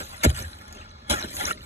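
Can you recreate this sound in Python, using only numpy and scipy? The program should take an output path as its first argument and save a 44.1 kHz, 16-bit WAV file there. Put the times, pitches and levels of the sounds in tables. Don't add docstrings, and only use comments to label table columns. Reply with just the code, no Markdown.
import sys
import numpy as np
from scipy import signal
from scipy.fft import rfft, irfft, next_fast_len
from scipy.io import wavfile

SR = 44100
rng = np.random.default_rng(int(sys.argv[2]) if len(sys.argv) > 2 else 0)


def digitize_waveform(pressure):
    field = np.atleast_2d(pressure).T
    bounded = np.clip(field, -1, 1)
    quanta = np.round(bounded * 32767).astype(np.int16)
    wavfile.write(sys.argv[1], SR, quanta)


N = 72765

# time_s, crunch_level_db, treble_above_4khz_db, blade_ring_db
STROKES = [(0, -32.5, -0.5, -5), (.012, -31.5, 0.5, -11.5), (.036, -44.5, 9.5, -2.5), (.2, -45, 1.5, -7),
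           (.228, -36.5, -4.5, -6), (.237, -19.5, 3.5, -19.5), (.25, -19.5, 5, 2), (.262, -27, -13, -13),
           (.28, -38, -1, 0), (.302, -36, 1.5, -2), (.328, -49.5, 7, -3), (.352, -42, 8.5, -2),
           (.39, -34.5, 3, -6), (.425, -38, 3, -7.5), (.45, -44.5, 3.5, -5), (.52, -52, 7.5, 0),
           (.65, -55.5, 2, 4), (.75, -51, 2, 1), (.81, -47, -15, -4.5), (.87, -56.5, -17, 4),
           (1.06, -60, -6, 4.5), (1.092, -54, 12.5, 12), (1.099, -23.5, 5.5, -1.5), (1.128, -25.5, 6, -6),
           (1.14, -30, 4, 6), (1.17, -34, 0.5, -17), (1.21, -35.5, -1, -2.5), (1.25, -37, -1, 0),
           (1.268, -47.5, 7, 0.5), (1.3, -45, 11, -17), (1.36, -39.5, 8.5, -10), (1.39, -37, 8.5, -1),
           (1.408, -35.5, 9.5, 6), (1.445, -33, 1, -3), (1.475, -31.5, 5.5, -6.5), (1.515, -31, 4, -10),
           (1.53, -45.5, 4, -21), (1.58, -52.5, -3.5, -22), (1.65, -54, 6, 1)]
# pitch_hz, level_db (per Hz)
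FROST_COLOUR = [(500, -1), (900, 1), (1400, 4.5), (2500, 0.5), (4000, -2.5), (6000, -8.5), (9000, -7),
                (12000, -10.5), (13100, -9.5), (13800, -37)]
# pitch_hz, level_db, fade_by_60db_s
BLADE_MODES = [(854.4, 5.5, 0.064), (1416, -0.5, 0.17), (1370, -20.5, 0.049), (1705, -2.5, 0.086),
               (2174, 5.5, 0.026), (3350, 0, 0.066), (4050, -19, 0.0067)]
SNAPS_PER_S, SNAP_SPREAD_DB = 9000, 2.5
BURSTS_PER_S, BURST_T60_S, BURST_DB = 200, .015, -10
PATCH_DEPTH_DB, PATCH_RATE_HZ = 2.4, 16

CHIPS_PER_S, CHIP_CYCLES, CHIPS_DB = 250, 80., -2
CHIP_LOW_HZ, CHIP_HIGH_HZ = 1000., 9000.

# start_s, burst_level_db, chip_pitch_hz, chip_ring_db
ICE_CRACKS = [(.2358, -15, 2216, -20), (.2385, -14, 1702, -19), (.2485, -16, 7480, -22),
              (.302, -26, 4700, -36), (.347, -34, 6100, -42), (.375, -40, 1500, -38),
              (.682, -39, 6200, -50), (.7262, -30, 6700, -42), (.7497, -42, 6600, -48),
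              (1.0985, -14, 3895, -24), (1.101, -24, 6950, -26), (1.104, -30, 2280, -28),
              (1.110, -32, 1660, -28), (1.116, -34, 885, -30), (1.141, -27, 1400, -34),
              (1.2155, -32, 1470, -38), (1.242, -29, 1540, -32), (1.2835, -34, 2300, -44),
              (1.3118, -37, 2110, -42), (1.3986, -27, 1630, -34), (1.4101, -32, 1420, -26),
              (1.462, -34, 1450, -30), (1.479, -32, 2200, -32), (1.501, -25, 2300, -30),
              (1.5145, -26, 1850, -29)]
CRACK_T60_S, CRACK_ABOVE_HZ, CRACK_CHIP_T60_S = .008, 3000., .06

# pitch_hz, level_db, fade_by_60db_s
LINER_MODES = [(178, -5, 0.047), (226, -2.5, 0.061), (301.3, -1, 0.035), (408, -4, 0.048),
               (491, -5.5, 0.033), (605.5, -1.5, 0.045), (700, -20, 0.026)]
# time_s, level_db
LINER_RUMBLE = [(0, -36), (.03, -48.5), (.1, -61.5), (.23, -58), (.245, -23.5), (.26, -15), (.272, -46),
                (.33, -39.5), (.355, -63), (.39, -43), (.425, -44), (.45, -57.5), (.7, -58.5), (.76, -51),
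                (.82, -56.5), (.88, -60), (1.085, -60), (1.102, -28), (1.122, -29.5), (1.17, -43.5),
                (1.215, -48), (1.25, -34), (1.27, -45.5), (1.305, -48.5), (1.385, -47.5), (1.41, -44.5),
                (1.445, -40), (1.475, -42), (1.512, -37.5), (1.538, -47), (1.65, -58)]
# start_s, level_db, contact_passes_up_to_hz
LINER_KNOCKS = [(.2415, -24, 500), (.2462, -20, 600), (.2478, -21, 2000), (.2545, -18, 2000),
                (.2586, -11, 1500), (.757, -40, 350), (.803, -45, 1500), (1.104, -30, 300),
                (1.1125, -26, 150), (1.1212, -23, 150), (1.236, -39, 2000), (1.2444, -37, 2000),
                (1.259, -37, 200), (1.37, -37, 250), (1.437, -33, 200), (1.505, -36, 1200)]

BOOM_START_S, BOOM_STOP_S, BOOM_RELEASE_S = .2685, .304, .008
BOOM_DB = -10
# pitch_hz, level_db, fade_by_60db_s
BOOM_MODES = [(72, 0, .35), (123.5, -8.5, .26)]
# time_s, level_db
WALL_SHAKE = [(0, -43), (.05, -42.5), (.2, -48.5), (.31, -29.5), (.36, -36), (.40, -35), (.46, -37.5),
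              (.52, -46), (.8, -46.5), (1.08, -48), (1.12, -27), (1.17, -36), (1.22, -46), (1.27, -37),
              (1.31, -44.5), (1.39, -39), (1.42, -49.5), (1.47, -36.5), (1.51, -55), (1.62, -43),
              (1.65, -41)]
# pitch_hz, level_db, fade_by_60db_s
WALL_MODES = [(37.3, -8, 0.62), (72.2, -3, 0.19), (85.6, -6, 0.29), (124.6, -3.5, 0.063)]
BASS_CUT_HZ = 49.4

# time_s, level_db
WHINE_LEVEL = [(.69, -85), (.72, -60), (.77, -61), (.82, -53), (.84, -85)]
WHINE_HZ, WHINE_T60_S = 1330, 0.25

# pitch_hz, level_db (per Hz)
AIR_COLOUR = [(200, 20), (500, -16), (1300, 15.5), (2200, -34), (4000, 6), (7000, -13), (12000, -42)]
AIR_DB = -52

# pitch_hz, likeness (no unit)
PORT_LIKENESS = [(150, 0.98), (400, 0.73), (800, -0.69), (1250, -0.82), (1600, -0.14), (4000, -0.3),
                 (4450, -0.96), (5600, -0.79), (6050, 0.74), (7550, 0.28), (8200, -0.67), (9500, -0.93),
                 (9950, 1), (10500, -0.66), (11700, -0.82), (12400, 1), (13200, 0.76)]
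LAG_BELOW_HZ, LAG_SHARE = 1900, 0.57
CUTOFF_HZ = 14240


def from_db(db):
    return 10 ** (np.asarray(db) / 20)


def rms_one(x):
    return x / np.sqrt(np.mean(x ** 2) + 1e-20)


def in_time(rows):
    time_s, *columns = np.transpose(rows)
    return [np.interp(np.arange(N) / SR, time_s, column) for column in columns]


def fade_step(t60_s):
    return from_db(-60 / (t60_s * SR))


def high_pass(x, hz):
    return signal.sosfilt(signal.butter(2, hz, "high", fs=SR, output="sos"), x)


def coloured(x, gain):
    size = next_fast_len(N + 4096)
    hz = np.maximum(np.arange(size // 2 + 1) * SR / size, 1)
    return irfft(rfft(x, size) * gain(hz), size)[..., :N]


def table_coloured(x, rows, floor_db):
    hz, db = np.transpose(rows)
    return coloured(x, lambda f: from_db(np.interp(np.log(f), np.log(hz), db, left=floor_db)))


def drift(rate_hz):
    r = np.exp(-2 * np.pi * rate_hz / SR)
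    noise = rng.standard_normal(N + SR)
    return rms_one(signal.lfilter([1], [1, -2 * r, r * r], noise)[SR:])


def ring(x, modes):
    out = 0
    for k, (hz, db, t60_s) in enumerate(modes):
        r, w = fade_step(t60_s), 2 * np.pi * hz / SR
        strike = [0, from_db(db) * np.sin(w)]
        tone = signal.lfilter(strike, [1, -2 * r * np.cos(w), r * r], x + 1e-18)
        out = out + (-1) ** k * tone
    return out


def clicks(rows):
    out = np.zeros(N)
    for start_s, level_db in rows:
        out[int(start_s * SR)] = from_db(level_db)
    return out


def crunch(level_db, treble_db, blade_db):
    starts = (rng.random(N) < BURSTS_PER_S / SR) * np.minimum(rng.exponential(1, N), 3)
    bursts = 1 + from_db(BURST_DB) * signal.lfilter([1], [1, -fade_step(BURST_T60_S)], starts)
    sizes = bursts * from_db(SNAP_SPREAD_DB * np.minimum(rng.exponential(1, N), 5))
    snaps = sizes * (rng.random(N) < SNAPS_PER_S / SR) * rng.standard_normal((2, N))
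    edges = np.geomspace(400, 15000, 21)
    by_size = 0
    for band in zip(edges, edges[1:]):
        band_filter = signal.butter(2, band, "band", fs=SR, output="sos")
        patches = from_db(PATCH_DEPTH_DB * drift(PATCH_RATE_HZ))
        by_size = by_size + patches * signal.sosfilt(band_filter, snaps)
    bare = rms_one(table_coloured(by_size, FROST_COLOUR, -60))
    treble_change = (from_db(treble_db) - 1) * high_pass(bare, 4000.)
    blade = from_db(blade_db) * rms_one(ring(snaps, BLADE_MODES))
    return from_db(level_db) * (bare + treble_change + blade)


def chips(level_db):
    strength = rng.exponential(1, N) * rng.standard_normal((2, N))
    freed = (rng.random(N) < CHIPS_PER_S / SR) * strength
    pitches = np.geomspace(CHIP_LOW_HZ, CHIP_HIGH_HZ, num=36)
    dealt = rng.integers(0, 36, N)
    rings = 0
    for k, hz in enumerate(pitches):
        rings = rings + ring(freed * (dealt == k), [(hz, 0, CHIP_CYCLES / hz)])
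    return from_db(level_db + CHIPS_DB) * rms_one(rings)


def cracks():
    starts = clicks([row[:2] for row in ICE_CRACKS])
    fading = signal.lfilter([1], [1, -fade_step(CRACK_T60_S)], starts)
    out = high_pass(fading * rng.standard_normal((2, N)), CRACK_ABOVE_HZ)
    for start_s, _, hz, ring_db in ICE_CRACKS:
        out = out + ring(clicks([(start_s, ring_db)]), [(hz, 0, CRACK_CHIP_T60_S)])
    return out


def liner():
    rumble_db, = in_time(LINER_RUMBLE)
    rumble = from_db(rumble_db) * rms_one(ring(rng.standard_normal((2, N)), LINER_MODES))
    push = 0
    for start_s, level_db, contact_hz in LINER_KNOCKS:
        r = np.exp(-2 * np.pi * contact_hz / SR)
        push = push + signal.lfilter([1 - r], [1, -r], clicks([(start_s, level_db)]))
    return rumble - ring(push, LINER_MODES) * [[1], [0]]


def boom():
    t = np.arange(N) / SR
    damp = np.exp(-np.maximum(t - BOOM_STOP_S, 0) / BOOM_RELEASE_S)
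    return damp * ring(clicks([(BOOM_START_S, BOOM_DB)]), BOOM_MODES)


def shaking():
    shake_db, = in_time(WALL_SHAKE)
    return from_db(shake_db) * rms_one(ring(rng.standard_normal(N + SR), WALL_MODES)[SR:])


def wall():
    return coloured(boom() + shaking(), lambda f: 1 / np.sqrt(1 + (BASS_CUT_HZ / f) ** 6))


def whine():
    mode = [(WHINE_HZ, 0, WHINE_T60_S)]
    tone = ring(ring(rng.standard_normal(N), mode), mode)
    return from_db(in_time(WHINE_LEVEL)[0]) * rms_one(tone)


def air():
    return from_db(AIR_DB) * rms_one(table_coloured(rng.standard_normal((2, N)), AIR_COLOUR, -40))


def ports(paths):
    hz, alike = np.transpose(PORT_LIKENESS)

    def apart(f):
        return np.sqrt(1 - np.clip(np.interp(f, hz, alike), -1, 1))

    def lag(f):
        return LAG_SHARE / (1 + (f / LAG_BELOW_HZ) ** 8)

    mid = coloured(paths[0], lambda f: np.sqrt(2 - apart(f) ** 2))
    side = coloured(paths[1], lambda f: apart(f) * np.sqrt(1 - lag(f)))
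    side = side + coloured(paths[0], lambda f: -1j * apart(f) * np.sqrt(lag(f)))
    return np.array([mid + side, mid - side]) / np.sqrt(2)


def scene():
    level_db, treble_db, blade_db = in_time(STROKES)
    near = crunch(level_db, treble_db, blade_db) + chips(level_db) + cracks() + liner()
    return ports(near + air()) + wall() + whine()


def record(dry):
    return signal.sosfilt(signal.cheby2(12, 70, CUTOFF_HZ, fs=SR, output="sos"), dry)


dry = scene()
out = record(dry)
digitize_waveform(out)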